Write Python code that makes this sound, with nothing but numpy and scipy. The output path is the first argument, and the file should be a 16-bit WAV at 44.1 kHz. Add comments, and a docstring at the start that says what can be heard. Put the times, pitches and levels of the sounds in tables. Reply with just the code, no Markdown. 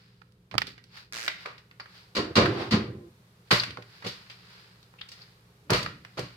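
"""Flipping a part-filled bottle

A plastic bottle is flipped in a kitchen. It knocks and rolls on a wooden cabinet and slaps into the hand:
each blow is a burst of shell noise, a slosh, and a set of fading sine waves for the heavy body.
Shaped noise bursts make the wall's pops, the squeaks and the rasp of ribs under the fingers; longer noise
strokes make skids, swashing water and rubbing hands. A small hard room answers the blows, pops, squeaks
and rasp, over a low rumble, a faint hiss and an appliance hum."""
import sys
import numpy as np
from scipy import signal
from scipy.fft import rfft, irfft, next_fast_len
from scipy.io import wavfile
from scipy.ndimage import map_coordinates

SR = 44100
rng = np.random.default_rng(int(sys.argv[2]) if len(sys.argv) > 2 else 0)


def int16_out(signal):
    """Quantize to a 16-bit WAV file."""
    q = np.round(np.clip(np.atleast_2d(signal).T, -1, 1) * 32767)
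    wavfile.write(sys.argv[1], SR, q.astype(np.int16))


N = 280780
T = np.arange(N) / SR  # time in the scene, s
AGE = T[:24000]  # time since the start of one short sound, s
TOP_HZ = 16300  # the treble ends here

# The bottle hits the cabinet, before the stage offsets:
# t/s, shell level/dB, thud level/dB, knock level/dB, lag of the water/s, shell tilt/(dB per octave)
LANDINGS = [(2.150, -21.5, -26.5, -26, .03, 2), (2.354, -12, -16.5, -17, .022, 0),
            (2.403, -25, -24.5, -26.5, .012, -2), (2.708, -19.5, -14, -26, .028, 0.5)]
# The bottle meets the hand: same columns as the landings
CATCHES = [(.526, -43, -32.5, -45.5, 0.021, -5.5), (1.456, -32.5, -66, -43.5, .011, -5.5),
           (3.511, -10, -18.5, -25.5, .011, -0.5), (3.775, -59, -45, -42, 0.0057, -10),
           (4.046, -31, -31.5, -34.5, 0.012, -1), (5.702, -16, -17, -24.5, .014, -7),
           (5.732, -15, -26, -30.5, .012, -0.5), (6.177, -28, -32, -30.5, 0.013, -1.5)]
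# Stages of a landing (edge, side, water), added to each hit:
# share of the lag, shell level/dB, body level/dB, rise/s, shell t60/s, tilt/(dB per octave)
LANDING_STAGES = [(0, -2, -16, .005, 0.089, 0), (.45, -1, -6, 0.0034, 0.17, -2.5),
                  (1, -12, -0.5, .004, .19, -4)]
# Stages of a catch (fingertips, palm, water): same columns
CATCH_STAGES = [(-.4, -10.5, -17.5, 0.0011, 0.08, -2.5), (0, -3, -11, 0.00073, .08, -1.5),
                (1, -10, 0.5, 0.0018, 0.3, -1)]
# Ringing modes of the wooden cabinet: f/Hz, relative level/dB, t60/s
CABINET_MODES = [(61, -27, 0.34), (94.4, -0.5, 0.082), (124.8, -1, 0.066), (165, -11, 0.11),
                 (180, -14.5, 0.33), (217.5, 4.5, 0.11), (286.5, -2.5, 0.22), (314.5, -12, 0.44),
                 (342.4, -2, 0.1), (391, -4, 0.2), (430, -6, 0.23), (496.4, 3.5, 0.12), (574.4, -6, 0.25),
                 (694, -11.5, 0.33), (808, -13, 0.16), (876, -30.5, 0.17), (1037, -2, 0.14),
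                 (1190, -7.5, 0.092), (1364, -16.5, 0.13)]
# Ringing modes of the held bottle and its water: f/Hz, relative level/dB, t60/s
WATER_MODES = [(57.1, -17.5, 0.16), (74.6, -27.5, 0.18), (99, -19, 0.21), (121, -3, 0.18),
               (180.2, -1.5, 0.1), (228.4, -11.5, .08), (301, -7, 0.11), (365.4, -3, 0.11),
               (405.3, 3.5, 0.064), (491, 1, 0.11), (588.6, -8, 0.19), (764, -7.5, 0.1)]
# Colour of the shell's crackle: f/Hz, relative level/(dB per Hz)
SHELL_COLOUR = [(350, -41), (600, -4), (698, -12.5), (748, -17.5), (931, -5.5), (1140, -1), (1700, -5),
                (2210, -2.5), (3120, -5), (4580, 1), (5630, -11), (8270, -23.5), (14500, -36),
                (16000, -51.5)]
# Colour of water thrown against the wall: f/Hz, relative level/(dB per Hz)
SLOSH_COLOUR = [(30, -35), (70, -8.5), (150, -1), (500, 0), (750, -8), (1100, -2.5), (1600, -5.5),
                (3000, -27), (8000, -54)]
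# Resonances of the plastic wall: f/Hz, half-width/Hz, lift/dB
WALL_RESONANCES = [(1195, 36, 1.5), (1420, 85, 2.5), (1910, 31, 5.5), (2350, 67, 3), (2880, 57, 5.5),
                   (3650, 33, -1.5), (4460, 100, 2)]

# The wall buckles, sharply or with a dull pop: t/s, level/dB, centre f/Hz, t60/s
SNAPS = [(.217, -46.5, 1610, .029), (.322, -59.5, 7000, .011), (.5125, -42, 2090, 0.07),
         (.541, -26, 766, 0.016), (.552, -18.5, 374, 0.012), (.5803, -14, 2260, .028),
         (.5814, -3.5, 3940, 0.0026), (0.608, -43, 10000, .008), (.618, -19.5, 2160, 0.033),
         (.669, -35.5, 4100, .06), (.679, -30, 304, 0.011), (.779, -45, 2100, 0.042),
         (.84, -47.5, 4630, 0.025), (1.2793, -16.5, 2380, .034), (1.459, -29.5, 1580, 0.035),
         (1.58, -46, 2830, 0.062), (1.712, -45, 2100, 0.029), (1.798, -34, 1450, 0.056),
         (1.857, -43.5, 1690, 0.043), (2.457, -20, 1460, 0.059), (3.512, -12, 1390, 0.047),
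         (3.635, -24, 2790, 0.0393), (3.707, -34.5, 2760, 0.027), (3.772, -28.5, 1340, 0.021),
         (3.783, -39, 520, 0.022), (3.823, -42, 2660, 0.037), (4.023, -41, 1520, .08),
         (4.05, -38, 570, .041), (4.066, -32, 3900, 0.22), (4.299, -42, 3050, 0.163),
         (4.829, -48.5, 4180, 0.019), (4.939, -44, 1210, 0.013), (5.012, -35, 1990, 0.022),
         (5.088, -42, 5530, 0.049), (5.117, -41.5, 4800, 0.084), (5.704, -20.5, 7000, 0.036),
         (5.829, -29.5, 4420, 0.039), (5.861, -22, 1410, 0.024), (6.049, -35.5, 2000, 0.025),
         (6.186, -22, 414, 0.014), (6.193, -31.5, 5500, 0.04), (6.241, -38, 275, 0.019)]
# Colour shared by the pops and squeaks: f/Hz, relative level/(dB per Hz)
SNAP_COLOUR = [(50, -8.5), (200, 5), (1500, 2), (3000, -3), (4800, 2.5), (6500, -10.5), (10000, -14.5),
               (16000, -15.5)]
# Where the pops are heard, from right and dry to nearer the middle: t/s, left-right level/dB, room level/dB
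PLACE = [(.54, -11, -13.5), (.6, -6, -20.5), (.68, -3, -5.5), (1.25, -0.5, -6.5), (3.7, -1.5, -8.5),
         (5.1, 0, -4), (6.1, -1, -8)]
# Width of a pop at 1 kHz; higher pops are broader by this power of their centre
SNAP_SPREAD_OCTAVES, SPREAD_GROWS = 0.82, 0.15
# Skin slips on the plastic with a short squeak: t/s, level/dB, f/Hz, t60/s
SQUEAKS = [(1.8, -39, 4700, 0.081), (3.598, -11.5, 4580, 0.027), (4.984, -45.5, 2750, .11),
           (5.014, -24, 3340, 0.023), (5.215, -44.5, 4570, 0.1)]
SQUEAK_SPREAD_OCTAVES, SQUEAK_PAN_DB = 0.18, 2.5  # positive pan is louder on the left
# Colour of one rib's tick: f/Hz, relative level/(dB per Hz)
RIB_COLOUR = [(150, -50), (480, -2), (900, -10), (1700, 6.5), (3200, -4), (5000, 1.5), (6500, -5.5),
              (10000, -14), (16000, -23.5)]
# Fingers rasp across the ribs
RASP_START_S, RIBS_PER_S, RIB_T60_S = 1.1248, 115, .008
RIB_DB, RIB_PAN_DB, RIB_ROOM_DB = -27, -2, -2.5

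# The bottle rolls on the cabinet: start t/s, stop t/s, rumble level/dB, scrape level/dB
ROLLS = [(2.256, 2.321, -35, -52.5), (2.405, 2.691, -23, -34.5), (2.734, 3.082, -32.5, -77)]
ROLL_ATTACK_S, ROLL_FALLS_DB_PER_S, ROLL_STOP_T60_S = 0.025, 54.5, .12
# The rolling bottle skids: peak t/s, level/dB, half-length/s
SLIDES = [(2.615, -36.5, 0.044)]
# Colour of the push that drums the wood: f/Hz, relative level/dB
DRUMMING_COLOUR = [(60, -14.5), (120, 6.0), (220, -11.0), (360, 7.5), (520, -8.0), (800, -4.5), (1400, -21.0)]
# Colour of plastic scraping on wood: f/Hz, relative level/(dB per Hz)
SCRAPE_COLOUR = [(200, -14.5), (800, 10.5), (1600, 4.5), (3000, 0.5), (4800, -1.5), (6500, -19.5), (16000, -36)]
# The water swings on after a catch: peak t/s, level/dB, half-length/s
SWASHES = [(.63, -50.5, 0.031), (3.70, -46, 0.048), (5.83, -39.5, 0.082), (6.23, -37, 0.014)]
# Colour of the swinging water: f/Hz, relative level/(dB per Hz)
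SWASH_COLOUR = [(30, -37), (70, -8.5), (140, -4), (250, -13), (500, -18), (1000, -46), (3000, -80.5)]
# Strokes of hands and sleeves on the bottle: peak t/s, level/dB, half-length/s
RUBS = [(0, -61.5, 0.15), (.69, -48, 0.034), (.98, -46, 0.042), (1.42, -48.5, 0.062), (1.97, -52, 0.075),
        (3.48, -60, .015), (3.95, -55.5, 0.092), (4.17, -53, 0.123), (4.55, -53, 0.16), (5.2, -54.5, 0.096),
        (6.3, -58.5, 0.26)]
# Colour of the rubbing: f/Hz, relative level/(dB per Hz)
RUBBING_COLOUR = [(200, -19), (600, -2.5), (1500, 9), (3300, 5), (4800, 9.5), (6000, -6.5), (9000, -15),
                  (16000, -18.5)]
# A stroke dies a little slower than it swells; shape 1 is pointed, 2 is round
RELEASE_OVER_ATTACK, STROKE_SHAPE = 1.2, 1.2

# Colour of the room's air: f/Hz, relative level/(dB per Hz)
AIR_COLOUR = [(15, -30.5), (25, -14.5), (48, -7.5), (127, -4.5), (190, -3.5), (263, -21), (394, -13.5),
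              (659, -22), (1190, -20), (3080, -26.5), (4140, -25.5), (6560, -33), (14800, -36.5),
              (16000, -48.5)]
# Tones of the appliance: f/Hz, level/dB
HUM = [(118.4, -64), (177.6, -69.5), (301.5, -82), (414.5, -77.5), (500.6, -80)]
# The hiss comes up once and stays
HISS_EARLY_DB, HISS_LATE_DB, HISS_RISE_AT_S, HISS_RISE_S = -73, -64.5, 1.6, 0.42
# Likeness of left and right: f/Hz, correlation (1 is the same)
ALIKE = [(130, 1), (290, 0.99), (640, 0.63), (1400, -0.31), (3000, -0.035), (15000, 0.048)]
# Difference in colour between the channels: f/Hz, left-right level/dB
LEAN = [(120, -1), (200, 1), (380, -3.5), (700, 1), (1300, -2), (4400, 1), (8000, -1), (15000, -3.5)]
# How long the kitchen rings: f/Hz, t60/s
KITCHEN = [(80, 0.88), (250, 0.52), (700, 0.27), (2000, 0.41), (4500, 0.34), (8000, 0.29), (15000, 0.26)]


def amp(db):
    """Turn decibels into a gain."""
    return 10 ** (np.asarray(db) / 20)


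def unit(x):
    """Scale to an rms of 1."""
    return x / np.sqrt(np.mean(x ** 2) + 1e-20)


def along(points, hz):
    """Read a value between (f/Hz, value) points, on a log frequency axis."""
    f, v = np.transpose(points)
    return np.interp(np.log(hz + 1), np.log(f + 1), v)


def curves(rows):
    """Give one value per sample for each column after the time."""
    s, *cols = np.transpose(rows)
    return [np.interp(T, s, c) for c in cols]


def fade(t, t60):
    """Die away exponentially, by 60 dB in the time t60."""
    return np.exp(-np.log(1000) * t / np.maximum(t60, 1e-3))


def add(track, s, sound):
    """Mix a sound into the track at time s."""
    part = track[:, round(s * SR):][:, :sound.shape[-1]]
    part += sound[..., :part.shape[1]]


def noise(colour_db, size, grain_db=0):
    """Make coloured stereo noise of rms 1 in millisecond grains; both channels share the bass."""
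    hz = np.fft.rfftfreq(size, 1 / SR)
    knots = np.arange(size) / 40  # a new random grain level every 40 samples
    levels = rng.standard_normal(int(knots[-1]) + 2)
    grains = amp(grain_db * map_coordinates(levels, [knots], order=1))
    spectrum = rfft(rng.standard_normal((2, size)) * grains) * amp(colour_db(hz))
    # share the noise between middle and sides to get the wanted likeness
    turn = np.arccos(np.clip(along(ALIKE, hz), -1, 1)) / 2
    mid, side = irfft(spectrum * [np.cos(turn), np.sin(turn)], size)
    return unit(np.array([mid + side, mid - side]))


def in_room(x, room_db, build=0.0015):
    """Add the kitchen's answer: fresh noise each time, fading at its own rate in each band."""
    hz, t, bands = signal.stft(noise(np.zeros_like, len(AGE)), SR, nperseg=256)
    fading = bands * fade(t, along(KITCHEN, hz)[:, None])
    tail = signal.istft(fading, SR, nperseg=256)[1][:, :len(AGE)]
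    tail = tail * (1 - np.exp(-AGE / build))
    answer = signal.fftconvolve(x, tail / np.linalg.norm(tail[0]), axes=1)[:, :x.shape[1]]
    return x + amp(room_db) * answer


def wall(f):
    """Give the lift in dB that the wall's resonances lend to pops and crackles."""
    return sum(db / (1 + ((f - hz) / width) ** 2) for hz, width, db in WALL_RESONANCES)


def strokes(rows):
    """Give the gain over time of strokes that swell and die away."""
    def reach(s, half):
        return np.maximum(s - T, (T - s) / RELEASE_OVER_ATTACK) / half
    return sum(amp(db) * np.exp(-reach(s, half) ** STROKE_SHAPE) for s, db, half in rows)


def contacts(hits, stages):
    """Unfold each hit in stages: the shell touches first and the water arrives a moment later."""
    return [(s + share * lag, shell_db + stage_db, thud_db + body_db, knock_db + body_db,
             rise, t60, tilt_db + stage_tilt_db)
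            for s, shell_db, thud_db, knock_db, lag, tilt_db in hits
            for share, stage_db, body_db, rise, t60, stage_tilt_db in stages]


def blows(rows, modes, grain_db, shell_room_db, body_room_db, thud_hz, knock_hz,
          slosh_db, slosh_t60, bright_db):
    """Crackle the shell, throw the water and ring a heavy body; thud and knock levels weight its modes."""
    out = np.zeros((2, N))
    hz, mode_db, life = np.transpose(modes)
    for s, shell_db, thud_db, knock_db, rise, t60, tilt_db in rows:
        onset = 1 - np.exp(-AGE / max(rise, 1e-4))

        def shell_colour(f):
            bright = along([(5000, 0.0087), (14000, bright_db)], f)
            tilt = tilt_db * np.log2(np.maximum(f, 700))  # tilts only above 700 Hz
            return along(SHELL_COLOUR, f) + wall(f) + bright + tilt

        shell = amp(shell_db) * noise(shell_colour, len(AGE), grain_db) * fade(AGE, t60)
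        splash = noise(lambda f: along(SLOSH_COLOUR, f), len(AGE), grain_db)
        slosh = amp(knock_db + slosh_db) * splash * fade(AGE, slosh_t60)

        # no two blows excite the modes quite alike
        push_db = along([(thud_hz, thud_db), (knock_hz, knock_db)], hz)
        size = amp(mode_db + push_db + rng.normal(0, 1, len(hz)))
        # higher modes reach the two channels out of step
        skew = np.arccos(np.clip(along(ALIKE, hz), -1, 1)) * rng.choice([-1, 1], len(hz)) / 2
        phase = rng.uniform(0, 2 * np.pi, len(hz)) + np.array([skew, -skew])
        swing = 2 * np.pi * hz[:, None] * AGE
        sway = size[:, None] * fade(AGE, life[:, None])
        body = np.cos(phase) @ (sway * np.sin(swing)) + np.sin(phase) @ (sway * np.cos(swing))
        add(out, s, in_room(onset * (shell + slosh), shell_room_db) + in_room(onset * body, body_room_db))
    return out


def landings():
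    """Hit the cabinet: the wood's modes ring under the shell's crackle."""
    return blows(contacts(LANDINGS, LANDING_STAGES), CABINET_MODES, grain_db=-1.5,
                 shell_room_db=-6.0, body_room_db=-11.5, thud_hz=220, knock_hz=340,
                 slosh_db=-6.0, slosh_t60=0.38, bright_db=-0.5)


def catches():
    """Slap into the hand: the water's modes thud under a brighter crackle."""
    return blows(contacts(CATCHES, CATCH_STAGES), WATER_MODES, grain_db=1.5,
                 shell_room_db=-5.0, body_room_db=-14.0, thud_hz=181.0, knock_hz=422,
                 slosh_db=-2.5, slosh_t60=0.031, bright_db=10.0)


def click(colour_db, t60, pan_db, rise):
    """Buckle thin plastic once: a coloured noise burst that rises fast and dies away."""
    decay = fade(AGE, t60) * (1 - np.exp(-AGE / rise)) ** 2
    burst = noise(lambda f: colour_db(f) + wall(f), len(AGE), grain_db=-1.5) * decay
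    # give both channels the same energy before panning
    even = burst * np.linalg.norm(decay) / np.linalg.norm(burst, axis=1, keepdims=True)
    return even * amp([[pan_db / 2], [-pan_db / 2]])


def pop(centre_hz, spread, t60, pan_db, room_db, rise_cycles=0.25):
    """Click around one frequency, with the room's answer; low pops start more softly."""
    def colour(f):
        octaves_off = np.log2((f + 1) / centre_hz)
        return along(SNAP_COLOUR, f) - 20 * np.log10(1 + (octaves_off / spread) ** 2)
    return in_room(click(colour, t60, pan_db, rise_cycles / centre_hz), room_db)


def snaps():
    """Pop the wall as the grip changes; the bottle's place sets the side and how dry each pop is."""
    out = np.zeros((2, N))
    pan_db, room_db = curves(PLACE)
    for s, db, centre_hz, t60 in SNAPS:
        spread = SNAP_SPREAD_OCTAVES * (centre_hz / 1000) ** SPREAD_GROWS
        now = round(s * SR)
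        add(out, s, amp(db) * pop(centre_hz, spread, t60, pan_db[now], room_db[now]))
    return out


def squeaks(room_db=-10, rise_cycles=5):
    """Slip fingers on the wall, which rings up in one narrow band."""
    out = np.zeros((2, N))
    for s, db, hz, t60 in SQUEAKS:
        squeak = pop(hz, SQUEAK_SPREAD_OCTAVES, t60, SQUEAK_PAN_DB, room_db, rise_cycles)
        add(out, s, amp(db) * squeak)
    return out


def rasp(count=17, scatter_s=.0003):
    """Tick once for each rib under the fingers; the room smears the ticks into a rasp."""
    out = np.zeros((2, N))
    for s in RASP_START_S + np.arange(count) / RIBS_PER_S:
        tick = click(lambda f: along(RIB_COLOUR, f), t60=RIB_T60_S, pan_db=RIB_PAN_DB, rise=0.000065)
        level = amp(RIB_DB + rng.normal(0, 1))
        add(out, s + rng.normal(0, scatter_s), level * in_room(tick, RIB_ROOM_DB))
    return out


def rolling(start, stop):
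    """Give the gain of one roll: it picks up, falls steadily and dies out after its stop."""
    age = np.maximum(T - start, 0)
    pick_up = 1 - np.exp(-age / ROLL_ATTACK_S)
    ending = fade(np.maximum(T - stop, 0), ROLL_STOP_T60_S)
    return pick_up * amp(-ROLL_FALLS_DB_PER_S * age) * ending


def roll(width_hz=22):
    """Roll on the cabinet: noise shaped by its modes drums, while plastic scrapes the wood."""
    drumming = sum(amp(db) * rolling(start, stop) for start, stop, db, _ in ROLLS)
    scraping = sum(amp(db) * rolling(start, stop) for start, stop, _, db in ROLLS) + strokes(SLIDES)

    def wood(f):
        power = sum(amp(db) ** 2 / (1 + ((f - hz) / width_hz) ** 2) ** 2 for hz, db, _ in CABINET_MODES)
        return along(DRUMMING_COLOUR, f) + 10 * np.log10(power)

    drums = drumming * noise(wood, N, grain_db=1.0)
    return drums + scraping * noise(lambda f: along(SCRAPE_COLOUR, f), N, grain_db=0.5)


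def swash():
    """Surge water to and fro in the held bottle: a low, lumpy gurgle of noise."""
    return strokes(SWASHES) * noise(lambda f: along(SWASH_COLOUR, f), N, grain_db=5)


def rub():
    """Rub hands and sleeves on the bottle: fine, grainy friction noise."""
    return strokes(RUBS) * noise(lambda f: along(RUBBING_COLOUR, f), N, grain_db=2)


def background(rumble_db=-64, waver=0.97, split_hz=400):
    """Hum with tones of wandering phase, over the room's low rumble and faint hiss."""
    def drift():
        return map_coordinates(rng.standard_normal(64), [T * 8])  # 8 random points a second

    hum = sum(amp(db) * np.sqrt(2) * np.sin(2 * np.pi * hz * T + waver * drift()) for hz, db in HUM)
    # split the air's colour into a low and a high part
    rumble = noise(lambda f: along(AIR_COLOUR, f) - 10 * np.log10(1 + (f / split_hz) ** 4), N)
    hiss = noise(lambda f: along(AIR_COLOUR, f) - 10 * np.log10(1 + (split_hz / (f + 1)) ** 4), N)
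    risen = (1 + np.tanh((T - HISS_RISE_AT_S) / HISS_RISE_S)) / 2
    hiss_db = HISS_EARLY_DB + (HISS_LATE_DB - HISS_EARLY_DB) * risen
    return hum + amp(rumble_db) * rumble + amp(hiss_db) * hiss


def scene():
    """Mix the bottle's sounds with the kitchen's background."""
    bottle = landings() + catches() + snaps() + squeaks() + rasp() + roll() + swash() + rub()
    return bottle + background()


def record(dry, low_hz=44):
    """Colour the channels slightly differently, round off loud peaks, cut deep bass and top treble."""
    size = next_fast_len(N + SR // 2)
    hz = np.fft.rfftfreq(size, 1 / SR)
    lean = along(LEAN, hz) / 2
    thin = signal.sosfilt(signal.butter(4, low_hz, "highpass", fs=SR, output="sos"), dry)
    heard = irfft(rfft(thin, size) * amp([lean, -lean]), size)
    rounded = heard / (1 + (heard / .9) ** 6) ** (1 / 6)  # peaks stay below 0.9
    return irfft(rfft(rounded) / (1 + (hz / TOP_HZ) ** 200), size)[:, :N]


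dry = scene()
out = record(dry)
int16_out(out)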